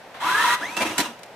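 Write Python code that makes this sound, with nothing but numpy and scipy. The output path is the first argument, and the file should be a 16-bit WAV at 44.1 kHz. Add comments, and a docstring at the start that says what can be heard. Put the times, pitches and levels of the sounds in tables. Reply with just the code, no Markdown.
"""Desktop tape dispenser, one cycle

A stereo microphone close to the machine, on a table in a small room. A button goes down and the geared
feed motor spins up with a rising whine and rattle, sweeping the resonances of the plastic case.
Then the cutter motor winds up, drives the blade through the tape with a crunch and snaps it back;
a hand touches the tape."""
import sys
import numpy as np
from scipy import signal
from scipy.fft import rfft, irfft, next_fast_len
from scipy.io import wavfile

SR = 44100
rng = np.random.default_rng(int(sys.argv[2]) if len(sys.argv) > 2 else 0)


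def inscribe(sig):
    """Save sig as 16-bit PCM at rate SR to the path in sys.argv[1].

    A 1-D sig is mono; a 2-D sig holds one channel per row.
    Samples are clipped to [-1, 1] before scaling.
    """
    pcm = np.round(np.clip(np.atleast_2d(sig).T, -1, 1) * 32767)
    wavfile.write(sys.argv[1], SR, pcm.astype(np.int16))


N = 59535
T = np.arange(N) / SR


def from_db(db):
    """Decibels to gain."""
    return 10 ** (np.asarray(db) / 20)


def unit_power(x):
    """Scale to an RMS of 1."""
    return x / np.sqrt(np.mean(x ** 2) + 1e-20)


def pan(db):
    """Left and right gains, the left louder by db."""
    return from_db(np.array([[db], [-db]]) / 2)


def drift(rate_hz):
    """A smooth random wander with an RMS of 1."""
    pole = np.exp(-2 * np.pi * rate_hz / SR)
    return unit_power(signal.lfilter([1], [1, -2 * pole, pole * pole], rng.standard_normal(2 * N))[N:])


def blow(start, decay_s, attack_s=.0027):
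    """The envelope of a contact: quick rise, exponential fall."""
    age = np.maximum(T - start, 0)
    return np.minimum(age / attack_s, 1) * np.exp(-np.maximum(age - attack_s, 0) / decay_s)


def colour(x, spectrum):
    """Shape a steady sound by a spectrum of (Hz, dB) points."""
    hz, db = np.transpose(spectrum)
    size = next_fast_len(N)
    bin_hz = np.maximum(np.arange(size // 2 + 1) * SR / size, 1)
    gain = from_db(np.interp(np.log(bin_hz), np.log(hz), db))
    return irfft(rfft(x, size) * gain, size)[..., :N]


def stereo(pair, spectrum):
    """Two unrelated noises become a coloured middle and side, then left and right."""
    # Stereo width. Each row: frequency in Hz, side relative to middle in dB.
    width = [(30, -1), (120, -11), (260, -19.5), (550, -13.5), (1100, -10.5), (2400, -4.5), (5000, -0.5),
             (9000, -5), (14000, -2)]
    mid, side = colour(pair, spectrum)
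    return (mid + colour(side, width) * np.array([[1], [-1]])) / np.std(mid)


def room_tone():
    """The steady, low hush of the room."""
    # Its spectrum. Each row: frequency in Hz, relative level in dB.
    hush = [(25, -16), (70, -17.5), (130, 0), (190, 0.5), (300, -4.5), (520, 6), (850, 3.5), (1200, -5),
            (1800, -3), (3500, -13.5), (7000, -22.5), (15000, -31)]
    return from_db(-44.5) * stereo(rng.standard_normal((2, N)), hush)


def room_reverb(x, t60_s=.28, wide_above_hz=1510, dull_above_hz=6550):
    """The walls return a short diffuse tail, dull on top and wide only above the bass."""
    mid, side = rng.standard_normal((2, N)) * from_db(-60 * T / t60_s)
    side = signal.sosfilt(signal.butter(2, wide_above_hz, "high", fs=SR, output="sos"), side)
    tail = mid + side * np.array([[1], [-1]])
    tail = signal.sosfilt(signal.butter(1, dull_above_hz, fs=SR, output="sos"), tail)
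    tail /= np.sqrt(2 * np.sum(mid ** 2))
    return from_db(-9) * signal.fftconvolve(x, tail, axes=1)[:, :N]


def ripple(x, depth_db=3.5, spacing_hz=44.93, full_above_hz=2450):
    """Many close resonances of small parts ripple the treble."""
    size = next_fast_len(N + 4096)
    hz = np.arange(size // 2 + 1) * SR / size
    peaks = np.clip(rng.standard_normal((2, 2048)), -2, 2)
    contour = np.array([np.interp(hz / spacing_hz, np.arange(len(p)), p) for p in peaks])
    treble = np.minimum(hz / full_above_hz, 1) ** 2
    return irfft(rfft(x, size) * from_db(depth_db * treble * contour), size)[:, :N]


def grit(spectrum, grains_per_s=3000, spread_db=1.5):
    """Dense tiny contacts of uneven size over friction hiss."""
    sizes = from_db(spread_db * np.minimum(rng.exponential(1, N), 4))
    clicks = (rng.random(N) < grains_per_s / SR) * sizes * rng.choice([-1, 1], (2, N))
    hiss = .83 * rng.standard_normal((2, N))
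    return stereo(ripple(unit_power(clicks) + hiss), spectrum)


def clack_noise():
    """The bright noise of hard parts meeting."""
    # Its spectrum. Each row: frequency in Hz, relative level in dB.
    spectrum = [(200, -41), (600, -3), (1200, -5), (2000, 3), (3000, -3.5), (4000, -1), (5000, -6),
                (8000, -7), (11000, -11), (15000, -18.5)]
    return grit(spectrum)


def hand():
    """A finger presses the button, the switch clicks, and later the hand meets the cut strip."""
    # The button's dull rub. Each row: frequency in Hz, relative level in dB.
    rub = [(60, -10), (200, -8), (900, 4.5), (3500, -7.5), (6000, -24), (14000, -30)]
    # Light clicks of switch and tape. Each row: start in seconds, level in dB.
    ticks = [(0.201, -54), (1.19, -48), (1.231, -38.5), (1.258, -51)]
    press = from_db(-39) * blow(.141, decay_s=.12) * grit(rub)
    return press + sum(from_db(db) * blow(start, decay_s=.0055) for start, db in ticks) * clack_noise()


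def case(x):
    """The plastic shell adds its resonances to all that moves inside."""
    # Shell modes. Each row: frequency in Hz, bandwidth in Hz, gain in dB.
    modes = [(321.7, 11, 3.5), (699, 17, -9), (974, 28, 11), (1140.5, 20, 0), (1190, 13, -9),
             (1284, 24, 1.5), (1404, 30, -2), (1657, 20, 1), (1714, 44, -16), (1930, 110, -9.5),
             (2110, 35, -7), (2630, 89, -5), (3266, 117, -2.5), (3940, 114, -3), (4470, 56, -17),
             (5620, 420, -5), (6170, 290, -9.5)]
    out = x
    for hz, width, db in modes:
        radius = np.exp(-np.pi * width / SR)
        feedforward = np.array([1, 0, -1]) * (1 - radius ** 2) / 2
        feedback = [1, -2 * radius * np.cos(2 * np.pi * hz / SR), radius ** 2]
        out = out + from_db(db) * signal.lfilter(feedforward, feedback, x)
    return out


def case_song(attack_s=.0023, release_s=.018, wobble=.01984):
    """Under load the case sings: wavering tones build and ring out."""
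    # Sung tones. Each row: start and end in seconds, pitch in Hz, level in dB.
    tones = [(0.249, 0.326, 995, -27), (0.441, 0.532, 981.7, -21), (0.48, 0.555, 1198, -33),
             (0.774, .795, 970, -29.5), (0.989, 1, 969, -35.5), (1.075, 1.114, 233.7, -44.5)]
    wavering_time = np.cumsum(1 + wobble * drift(43.1)) / SR
    out = 0
    for start, end, hz, db in tones:
        rise = 1 - np.exp(-np.maximum(T - start, 0) / attack_s)
        fall = np.exp(-np.maximum(T - end, 0) / release_s)
        out = out + from_db(db) * rise * fall * np.sqrt(2) * np.sin(2 * np.pi * hz * wavering_time)
    return out


def spin_up(start, lag_s):
    """Share of top speed of a motor switched on at start."""
    return 1 - np.exp(-np.maximum(T - start, 0) / lag_s)


def gears(speed, tones, spectrum, drive, top_hz, wobble, flutter_db=2, roughness=.33):
    """Mesh tones roughened by uneven teeth, and a rattle that brightens with speed."""
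    times, *levels_db = np.transpose(drive)
    rattle_gain, whine_gain = [from_db(np.interp(T, times, db, left=-120, right=-120))
                               for db in levels_db]
    mesh_phase = 2 * np.pi * np.cumsum(top_hz * speed * (1 + wobble * drift(76))) / SR
    whine = sum(np.sqrt(2) * from_db(db + flutter_db * drift(46)) * np.sin(multiple * mesh_phase)
                for multiple, db in tones)
    bright = grit(spectrum)
    dull = signal.sosfilt(signal.butter(1, 2550, fs=SR, output="sos"), bright)
    rattle = dull + (bright - dull) * speed ** .77
    return whine_gain * whine * (1 + roughness * drift(190)), rattle_gain * rattle


def feed_motor():
    """The rollers pull tape while their motor gathers speed."""
    # Gear tones. Each row: multiple of the mesh pitch, relative level in dB.
    tones = [(1, 1.5), (.73, -4.5), (.635, -12), (.9, -12.5), (.54, -15), (.26, -16), (.18, -24)]
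    # Gear rattle. Each row: frequency in Hz, relative level in dB.
    rattle = [(40, -30), (120, -18), (330, -12.5), (700, -12.5), (1100, -0.5), (1700, -2), (2300, -8.5),
              (3900, -9.5), (4900, -18), (9500, -19), (15000, -27.5)]
    # Loudness of the run. Each row: time in seconds, rattle gain in dB, whine gain in dB.
    drive = [(.2, -45, -61), (0.207, -34.5, -43.5), (.245, -29, -28.5), (.315, -25.5, -29),
             (.345, -28, -25.5), (.40, -26, -20), (.46, -24.5, -30.5), (0.538, -24.5, -25),
             (0.55, -24.5, -49), (.563, -39.5, -33), (.62, -43, -70)]
    return gears(spin_up(.152, lag_s=.112), tones, rattle, drive, top_hz=1991, wobble=.0055)


def cutter_motor():
    """A faster motor that sags while the blade is in the tape."""
    # Gear tones. Each row: multiple of the mesh pitch, relative level in dB.
    tones = [(1, 1), (.38, -9), (1.4, -19), (1.8, -13.5), (3, -16.5)]
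    # Gear rattle. Each row: frequency in Hz, relative level in dB.
    rattle = [(40, -19), (150, -9.5), (270, 0.5), (600, -2.5), (1100, -0.5), (2100, -7), (3500, -8.5),
              (4700, -17), (6500, -14.5), (8500, -17), (10500, -18), (15000, -28.5)]
    # Loudness of the run. Each row: time in seconds, rattle gain in dB, whine gain in dB.
    drive = [(0.589, -48, -67), (.612, -37, -39.5), (0.629, -34, -31), (0.684, -40.5, -35.5),
             (.71, -38.5, -40), (0.764, -41.5, -46), (0.774, -28, -31.5), (.80, -32, -35.5),
             (.87, -33.5, -43), (.93, -37, -44.5), (.97, -38, -49), (1.02, -34, -48), (1.061, -34.5, -36),
             (1.085, -42, -62), (1.14, -52.5, -54), (1.2, -84, -80)]
    sag = .11 * np.exp(-.5 * ((T - .848) / .034) ** 2)
    speed = spin_up(.565, lag_s=.075) * (1 - sag)
    return gears(speed, tones, rattle, drive, top_hz=2860, wobble=.01218)


def blade():
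    """The blade engages, crunches through the tape and clatters back."""
    # Scrapes through the tape. Each row: centre and width in seconds, level in dB.
    scrapes = [(0.822, 0.011, -20.5), (0.867, 0.012, -28.5), (0.912, 0.018, -34.5)]
    # Cutter knocks. Each row: start in seconds, clack and thud levels in dB, decay in seconds.
    knocks = [(0.7657, -25.5, -36, 0.0088), (0.9797, -17, -29.5, 0.0089), (.991, -27, -19, 0.0039),
              (1, -21, -27, 0.0091), (1.009, -42, -20, 0.0038)]
    # Spectra of the shearing and the thud. Each row: frequency in Hz, relative level in dB.
    shear_spectrum = [(40, -37), (115, -1.5), (155, -20), (215, 2), (330, 3), (480, -3.5), (650, 3),
                      (800, -3), (1400, -10), (2300, -3), (4700, -18), (10000, -20), (15000, -32)]
    thud_spectrum = [(30, -16), (120, -9), (155, -38), (200, 6.5), (330, 6), (520, -10), (1000, -7),
                     (2000, -16), (8000, -26)]
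    shear = sum(from_db(db) * np.exp(-.5 * ((T - centre) / width) ** 2) for centre, width, db in scrapes)
    clack = sum(from_db(db) * blow(start, decay) for start, db, _, decay in knocks)
    thud = sum(from_db(db) * blow(start, decay) for start, _, db, decay in knocks)
    return shear * grit(shear_spectrum) + clack * clack_noise() + thud * grit(thud_spectrum)


def scene():
    """The machine almost straight ahead of the microphone, with its reverb and the room tone."""
    feed_whine, feed_rattle = feed_motor()
    cutter_whine, cutter_rattle = cutter_motor()
    noises = case(feed_rattle * pan(-.2) + (cutter_rattle + blade()) * pan(-.3)) + hand()
    tones = (case(feed_whine + cutter_whine) * from_db(-3) + case_song()) * pan(1.4)
    machine = noises + tones
    return machine + room_tone() + room_reverb(machine)


def record(dry, ceiling=.5, cutoff_hz=15300):
    """The highest peaks are rounded and the top is cut steeply."""
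    rounded = ceiling * np.tanh(dry / ceiling)
    return signal.sosfilt(signal.ellip(10, .2, 80, cutoff_hz, fs=SR, output="sos"), rounded)


dry = scene()
out = record(dry)
inscribe(out)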